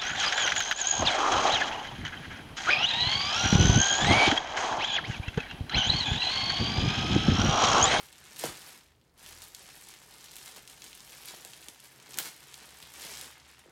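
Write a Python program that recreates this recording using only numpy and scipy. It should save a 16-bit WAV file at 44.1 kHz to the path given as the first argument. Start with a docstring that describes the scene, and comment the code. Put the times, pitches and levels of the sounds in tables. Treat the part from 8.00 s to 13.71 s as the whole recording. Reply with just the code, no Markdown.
"""Plastic film crackles as hands tug a thin clear wrapper off a new bag at a desk in a small room.
Rustle: clumped facet flips plus sliding hiss; single creases snap as short damped rings.
Early on a bending wave whips the sheet loose with a thump; later the film gives way with a sharp pop.
Panels billow low down, room echoes surround the film, and still air and a faint creeping hum lie underneath."""
import sys
import numpy as np
from scipy import signal
from scipy.fft import rfft, irfft
from scipy.io import wavfile
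from scipy.ndimage import uniform_filter1d

SR = 44100
rng = np.random.default_rng(int(sys.argv[2]) if len(sys.argv) > 2 else 0)


def transcribe(u):
    """Save the signal u as a 16-bit wav file named by the first command-line argument.

    u: samples, shape (n,) or (channels, n), limited to [-1, 1]; the rate is SR.
    q: integer samples, one column per channel.
    """
    v = np.clip(np.atleast_2d(u).T, -1, 1)
    q = np.round(v * 32767).astype(np.int16)
    wavfile.write(sys.argv[1], SR, q)


N = 251811
TIME = np.arange(N) / SR  # s

# steady work of the hands on the film: time_s, rustle_db
HAND_EFFORT = [(0.0, -48.5), (0.1, -59.5), (0.31, -52), (0.73, -50.5), (0.93, -74.5), (1.13, -78.5),
               (1.19, -56.5), (1.26, -50), (1.53, -58.5), (1.76, -53.5), (2.04, -57), (2.48, -50.0),
               (2.65, -58), (2.77, -58), (3.24, -52), (3.68, -55.5), (3.77, -60.5), (4.11, -54.5),
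               (4.34, -55), (4.92, -53), (5.01, -44.0), (5.22, -46.5), (5.38, -59.5), (5.7, -67.5)]
# sharp tugs, each a short rush of rustle: peak_s, peak_db, fall_s
HAND_TUGS = [(0.395, -40, .03), (0.447, -34, 0.023), (0.478, -40.5, 0.023), (1.425, -50, .038),
             (1.611, -49.5, 0.021), (1.69, -53, .025), (1.884, -55, 0.0278), (2.127, -53.5, 0.0098),
             (2.564, -48.5, .017), (2.7, -53, 0.068), (2.853, -49.5, .04), (3.13, -51.5, 0.022),
             (3.279, -44.5, 0.056), (3.615, -57, 0.12), (3.848, -51, 0.021), (4.108, -51.5, 0.022),
             (4.142, -48, 0.012), (4.198, -40.5, 0.038), (4.265, -38.5, 0.017), (4.623, -50, 0.032),
             (5.505, -55.5, 0.019)]
TUG_RISE_S = 0.016
# drift of the rustle's treble tilt: time_s, tilt_db
TREBLE_TILT = [(0, 0), (1.4, 5), (1.75, 6.5), (2.4, 3.5), (3.1, 6), (4.8, 0.5), (5.25, 3.5), (5.45, -9.5)]
# loudest creases that snap through: start_s, level_db (before a common offset), pitch_hz (centre)
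LOUD_CREASES = [(0.1269, -45, 7700), (0.3615, -42.5, 5800), (0.3955, -35.5, 10500), (1.0132, -64, 3620),
                (1.4199, -39.5, 7600), (1.439, -42, 11200), (1.4832, -44, 12400), (1.5478, -35, 7500),
                (1.8868, -41.5, 10100), (1.9386, -45, 5130), (2.209, -47, 8100), (2.242, -42, 6500),
                (2.3566, -42, 8700), (2.3658, -36.5, 8800), (2.4594, -40, 8250), (2.4777, -41.5, 6960),
                (2.676, -41, 7250), (2.8198, -39.5, 5400), (2.8411, -40, 9100), (2.9295, -45.5, 3680),
                (2.9506, -41, 10300), (3.0045, -43, 6000), (3.2564, -36.5, 10200), (3.2853, -43, 5230),
                (3.4487, -36, 7440), (3.5338, -43, 4440), (3.6845, -35.5, 8400), (3.802, -44, 8370),
                (4.1421, -37.5, 5900), (4.1736, -32, 9800), (4.5414, -38, 6780), (4.8259, -42.5, 4470),
                (4.9381, -41, 7000), (5.2119, -34.5, 8300), (5.5926, -48.5, 8310)]
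# taut film gives way: start_s, level_db (before a common offset), pitch_hz (centre)
FILM_POPS = [(4.1863, -16.5, 8900), (4.2616, -47, 5170), (4.2655, -42.5, 6100)]
# slack panel flaps: start_s, peak_db, pitch_hz (at the start), travel_s (of the wave)
SHEET_FLAPS = [(0.4368, -23.5, 1350, .008), (0.478, -44, 280, .025), (2.573, -47, 1400, .007),
               (3.337, -43, 1600, .007), (3.45, -47, 1300, .008), (3.685, -50, 700, .008),
               (4.09, -49, 900, .007), (4.824, -55, 350, .015), (5.046, -45, 1500, .006),
               (5.657, -50, 1000, .012), (5.68, -53, 800, .012)]

# relative spectra of the film's sounds: freq_hz, gain_db
CRACKLE_SPECTRUM = [(300, -15), (800, 6.5), (1500, -1), (2800, 2), (5000, -1), (8000, -2), (10500, -4.5),
                    (13000, -5.5), (16000, -11.5)]
SLIDE_SPECTRUM = [(400, -16), (1000, -0.5), (1600, 4.5), (2800, 3), (5000, 1.5), (8000, -6), (10500, -9),
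                  (13000, -41), (16000, -33)]
BILLOW_SPECTRUM = [(40, -17.5), (90, -14), (150, 0.5), (250, -3.5), (330, 0), (430, 0), (550, -2),
                   (850, -2.5), (1150, -4.5), (2000, -5), (5000, -49.5)]
SNAP_SPECTRUM = [(150, -6), (700, 7), (1400, 2.5), (3000, 10.5), (6000, 0.5), (10000, -0.5), (13000, 0),
                 (16000, -6)]
POP_SPECTRUM = [(100, -10), (750, -19), (1350, 17), (2050, 7.5), (3200, 3), (5000, 0.5), (7000, -2),
                (10500, -4.5), (13000, 0.5), (16000, 0.5)]
# relative spectrum of the still air: freq_hz, gain_db
AIR_SPECTRUM = [(20, -42), (60, 8), (85, 4), (100, -3.5), (125, 10.5), (175, -1), (260, -0.5), (450, -4),
                (1000, -10.5), (3000, -20), (8000, -25), (16000, -26.5)]

# standing waves of the room: freq_hz, t60_s, level_db (before a common offset)
STANDING_WAVES = [(142, 0.77, -3), (316, 0.13, -5), (527, 0.31, -19), (582, 0.43, -18), (759, 0.092, -9),
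                  (910, 0.37, -46)]
# decay of the diffuse tail: freq_hz, t60_s
TAIL_DECAY = [(150, 0.22), (1000, 0.27), (4000, 0.43), (9000, 0.32), (16000, 0.27)]
# hum creeps up: time_s, pitch_hz
HUM_PITCH_CURVE = [(1.0, 27.3), (1.2, 37.9), (1.6, 46), (2.5, 48.6), (3.5, 52.14), (3.9, 64.3),
                   (4.7, 68.94), (5.71, 72.5)]
# bass resonances that lift the hum: freq_hz, width_hz, level_db
BASS_RESONANCES = [(41.5, 7.2, -67), (51, 3.6, -72), (70.5, 3, -65), (83, 7.6, -62), (130.2, 7, -64)]
# hum partials 1, 2, 3: level_db
HUM_PARTIAL_LEVELS = [0, 0, -10]

USUAL_DB = -54  # rustle level of ordinary handling
TILT_PER_DB, DULLEST_DB, BRIGHTEST_DB = 0.45, -13, 5.5  # treble tilt per dB of rustle above usual; limits
BEND_TURNS = 2.425  # wavelengths across a facet at its own pitch
SMALL_PER_S, SMALL_DB, SMALL_SPREAD_DB = 40, 5, 2.5  # chance creases; level against the rustle
SMALL_LOW_HZ, SMALL_HIGH_HZ = 6000, 11500
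REBOUND_DB, REBOUND_MIN_S, REBOUND_MAX_S = -9.5, 0.0012, 0.0032  # against and after the first snap
BILLOW_DB, BILLOW_PER_DB = -64.6, 0.8157  # billow at the usual rustle; growth per dB of rustle
SHAKE_DB, POP_SHAKE_DB = -14.5, -31  # billow jolt against the flap's peak, the pop's table level
SHAKE_RISE_S, SHAKE_FALL_S = 0.015, 0.035
PATTERNS_PER_S = 50  # echo patterns
EDGE_HZ = 16250


def amp(db):
    """Decibels to gain."""
    return 10 ** (np.asarray(db) / 20)


def unit(x):
    """Scales to rms 1."""
    return x / np.sqrt(np.mean(x ** 2) + 1e-20)


def read(points, hz):
    """Reads a table on a log-frequency axis."""
    f, value = np.transpose(points)
    return np.interp(np.log(hz + 1), np.log(f + 1), value)


def curves(rows):
    """One value a sample for each column of a time table."""
    s, *columns = np.transpose(rows)
    return [np.interp(TIME, s, c) for c in columns]


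def add(mix, s, sound):
    """Mixes a sound in at time s."""
    part = mix[max(0, round(s * SR)):][:len(sound)]
    part += sound[:len(part)]


def burst(s, rise_s, fall_s):
    """Envelope that swells up to time s and dies away after it."""
    return np.exp(np.minimum((TIME - s) / rise_s, (s - TIME) / fall_s))


def colour(x, points, size=4096):
    """Causal filter of unit energy with the given spectrum."""
    hz = abs(np.fft.fftfreq(size, 1 / SR))
    log_gain = np.log(amp(read(points, hz)))
    minimum_phase = np.exp(np.conj(signal.hilbert(log_gain)))
    taps = np.fft.ifft(minimum_phase).real[:size // 2]
    return signal.oaconvolve(x, taps / np.linalg.norm(taps))[:N]


def effort():
    """Rustle level in dB: steady work of the hands plus sharp tugs, summed as power."""
    steady_db, = curves(HAND_EFFORT)
    power = amp(steady_db) ** 2
    for s, db, fall_s in HAND_TUGS:
        power = power + (amp(db) * burst(s, TUG_RISE_S, fall_s)) ** 2
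    return 10 * np.log10(power)


def film(rustle_db):
    """Crackle and sliding hiss follow the hands; broad panels of the sheet billow lower down."""
    tilt_db = curves(TREBLE_TILT)[0] + TILT_PER_DB * (rustle_db - USUAL_DB)
    tilt_db = np.clip(tilt_db, DULLEST_DB, BRIGHTEST_DB)
    grains = crackle(rustle_db, per_s=900, spread_db=4, clump_db=4.5, clump_s=0.004, ring_s=0.00017)
    slide = unit(colour(rng.standard_normal(N), SLIDE_SPECTRUM))
    rustle = amp(rustle_db) * (amp(-5.0) * grains + amp(-8.5) * slide)
    # taut film is bright, slack film dull
    body = signal.sosfilt(signal.butter(1, 6500, fs=SR, output="sos"), rustle)
    treble = rustle - body
    rustle = body * amp(-0.4 * tilt_db) + treble * amp(0.95 * tilt_db)
    folds = rng.standard_normal(N) * (rng.random(N) < 1800 / SR)  # 1800 impulses per s
    return rustle + billowing(rustle_db) * unit(colour(folds, BILLOW_SPECTRUM))


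def crackle(effort_db, per_s, spread_db, clump_db, clump_s, ring_s, count=24000):
    """Facets of many sizes flip in clumps, more often the harder the film is worked."""
    drift = uniform_filter1d(rng.standard_normal(N), max(2, round(clump_s * SR)))
    clumps = amp(clump_db * unit(drift))
    clumps /= uniform_filter1d(clumps, size=2048)  # clumps share out the stress that the hands supply
    rate = per_s * amp(0.6 * (effort_db - np.median(effort_db)))
    rate = np.minimum(rate, count / TIME[-1])
    place, luck, pitch, bulk, side = rng.random((count, 5)).T
    at = ((np.arange(count) + place) / count * (N - 1)).astype(int)
    flips = luck < (rate * clumps)[at] * TIME[-1] / count
    size_db = spread_db * np.minimum(-np.log(1 - bulk), 3.2)
    sizes = flips * np.sign(side - 0.5) * amp(size_db)
    pitch_hz = 1200 + 13500 * pitch ** 1.5
    grains = sizes[:, None] * buckle(pitch_hz, ring_s, shiver=0.3, shiver_s=0.0015, size=128)
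    index = at[:, None] + np.arange(grains.shape[1])
    out = np.bincount(index.ravel(), grains.ravel(), N)[:N]
    return unit(colour(out / np.sqrt(rate), CRACKLE_SPECTRUM))  # level is set by the caller, not the rate


def buckle(hz, ring_s, shiver, shiver_s, leak=0.31, lead_s=0.000355, size=256):
    """Facets flip, one row each: creeping start, damped ring, shiver through the folds. Energy 1."""
    t, hz = np.arange(size) / SR, np.asarray(hz)[:, None]
    flip = min(round(lead_s * SR), size // 2)
    swell = np.minimum((t / lead_s) ** 2, 1) * np.exp(-abs(t - lead_s) / shiver_s)
    noise = rng.standard_normal((len(hz), size))
    kick = shiver * np.sqrt(2 / (shiver_s * SR)) * noise * swell
    kick[:, flip] = 1
    decay = np.exp(-t / ring_s * np.sqrt(hz / 5000))  # small facets stop sooner
    ring = decay * np.cos(2 * np.pi * hz * t)
    f = 1j * np.fft.rfftfreq(2 * size, 1 / SR)
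    radiation = (f / (f + leak * hz)) ** 2  # long waves slip round a small facet
    dispersion = np.exp(-2j * np.pi * BEND_TURNS * np.sqrt(f.imag / hz))  # short bending waves run ahead
    spectrum = rfft(kick, 2 * size) * rfft(ring, 2 * size) * radiation * dispersion
    sound = irfft(spectrum)[:, :size]
    return sound / np.linalg.norm(sound, axis=1, keepdims=True)


def billowing(rustle_db):
    """Gain of the sheet's low billow: follows the rustle; every flap and pop shakes it up."""
    steady = amp(BILLOW_DB + BILLOW_PER_DB * (rustle_db - USUAL_DB))
    jolts = [(s + travel_s, db + SHAKE_DB) for s, db, _, travel_s in SHEET_FLAPS]
    jolts += [(s, db + POP_SHAKE_DB) for s, db, _ in FILM_POPS]
    shaken = sum(amp(db) * burst(s, SHAKE_RISE_S, SHAKE_FALL_S) for s, db in jolts)
    return np.hypot(steady, shaken)


def crease_rows(rustle_db, count=400):
    """Loud creases, lesser ones by chance under the hands, and each one's softer second snap."""
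    place, luck, size, pitch = rng.random((count, 4)).T
    times = (np.arange(count) + place) / count * TIME[-1]
    db = np.interp(times, TIME, rustle_db) + SMALL_DB + SMALL_SPREAD_DB * (2 * size - 1)
    hz = SMALL_LOW_HZ + (SMALL_HIGH_HZ - SMALL_LOW_HZ) * pitch
    happens = luck < SMALL_PER_S * TIME[-1] / count
    small = np.transpose([times, db, hz])[happens]
    first = np.vstack([LOUD_CREASES, small])
    s, db, hz = first.T
    wait_s = REBOUND_MIN_S + (REBOUND_MAX_S - REBOUND_MIN_S) * rng.random(len(s))
    rebound = np.transpose([s + wait_s, db + REBOUND_DB, hz])
    return np.vstack([first, rebound])


def snaps(rows, spectrum, level_db, ring_s, shiver, shiver_s):
    """Stiff creases snap through: ragged direct sound, and the smoother sum sent all round the room."""
    times, db, hz = np.transpose(rows)
    sizes = amp(db + level_db)[:, None] * np.sqrt(SR / 1000)  # level as rms over 1 ms
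    direct, around = np.zeros((2, N))
    for out, ragged in (direct, shiver), (around, 0):
        sounds = sizes * buckle(hz, ring_s, ragged, shiver_s)
        for s, sound in zip(times, sounds):
            add(out, s, sound)
    return colour(direct, spectrum), colour(around, spectrum)


def flaps(crest=0.42, reach=4, order=4):
    """A bending wave whips along the sheet: short waves arrive first, so pitch drops as 1 / time squared."""
    out = np.zeros(N)
    for s, db, hz, travel_s in SHEET_FLAPS:
        u = np.arange(0, reach, 1 / (travel_s * SR))  # time in units of travel_s
        turns = np.cumsum(hz / (1 + u) ** 2) / SR
        rise = (u / crest) ** 2
        swing = 2 * rise / (1 + rise ** 2) * (1 - (u / reach) ** order)
        add(out, s, amp(db) * swing * np.sin(2 * np.pi * turns))
    return out


def room(x, early_db, tail_db, modes_db, count=8):
    """The sheet keeps moving, so its sound passes from one echo pattern to the next."""
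    wet = np.zeros(N)
    for k in range(count):
        away = (TIME * PATTERNS_PER_S - k) % count - 1
        share = np.cos(np.pi / 2 * np.minimum(away, 1))  # crossfade between neighbours
        wet += signal.oaconvolve(x * share, echoes(early_db, tail_db, modes_db))[:N]
    return wet


def echoes(early_db, tail_db, modes_db):
    """Scatter off desk and body, a short diffuse tail, and the room's standing waves."""
    t = np.arange(SR // 2) / SR
    early = rng.standard_normal(len(t)) * (t > 0.001) * np.exp(-t / 0.011)
    hz, frame_s, z = signal.stft(rng.standard_normal(len(t)), SR, nperseg=256)
    decay = amp(-60 * frame_s / read(TAIL_DECAY, hz)[:, None])
    tail = signal.istft(z * decay, SR, nperseg=256)[1][:len(t)]
    tail *= 1 - np.exp(-t / 0.001)
    response = amp(early_db) * early / np.linalg.norm(early)
    response += amp(tail_db) * tail / np.linalg.norm(tail)
    for f, t60_s, db in STANDING_WAVES:
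        peak = 2 * np.log(1000) / (t60_s * SR)  # gain 1 at resonance
        response += peak * amp(db + modes_db - 60 * t / t60_s) * np.cos(2 * np.pi * f * t)
    return response


def background():
    """Still room air and a low hum that wavers and creeps up in pitch through the bass resonances."""
    hz, = curves(HUM_PITCH_CURVE)
    turns = np.cumsum(hz) / SR
    waver = unit(uniform_filter1d(uniform_filter1d(rng.standard_normal(N), 4000), 2000))
    hum = np.zeros(N)
    for k, partial_db in enumerate(HUM_PARTIAL_LEVELS, 1):
        partial = np.sin(2 * np.pi * k * turns)
        for f, width_hz, db in BASS_RESONANCES:
            resonance = 1 / (1 + (2 * (k * hz - f) / width_hz) ** 2)
            hum += amp(db + partial_db) * resonance * partial
    air = unit(colour(rng.standard_normal(N), AIR_SPECTRUM))
    return hum * amp(1.6 * waver) + amp(-68.0) * air


def scene():
    """All of the wrapper's sounds in the room, over the background."""
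    rustle_db = effort()
    rustle, flap = film(rustle_db), flaps()
    creases, creases_around = snaps(crease_rows(rustle_db), SNAP_SPECTRUM, level_db=1.5,
                                    ring_s=0.0001, shiver=0.9, shiver_s=0.00078)
    pop, pop_around = snaps(FILM_POPS, POP_SPECTRUM, level_db=2,
                            ring_s=0.00004, shiver=0.55, shiver_s=0.0004)
    wet = room(rustle + creases_around, early_db=-9.5, tail_db=-5.0, modes_db=2)
    wet += room(pop_around, early_db=-5.5, tail_db=-7.0, modes_db=-1)
    wet += room(flap, early_db=-18, tail_db=-10.0, modes_db=-10)
    return (rustle + creases + pop + flap + wet + background())[None]


def record(dry):
    """Band limit: a linear-phase low-pass at EDGE_HZ."""
    taps = signal.firwin(301, EDGE_HZ, window=("kaiser", 8), fs=SR)
    return signal.oaconvolve(dry, taps[None], "same")


dry = scene()
out = record(dry)
transcribe(out)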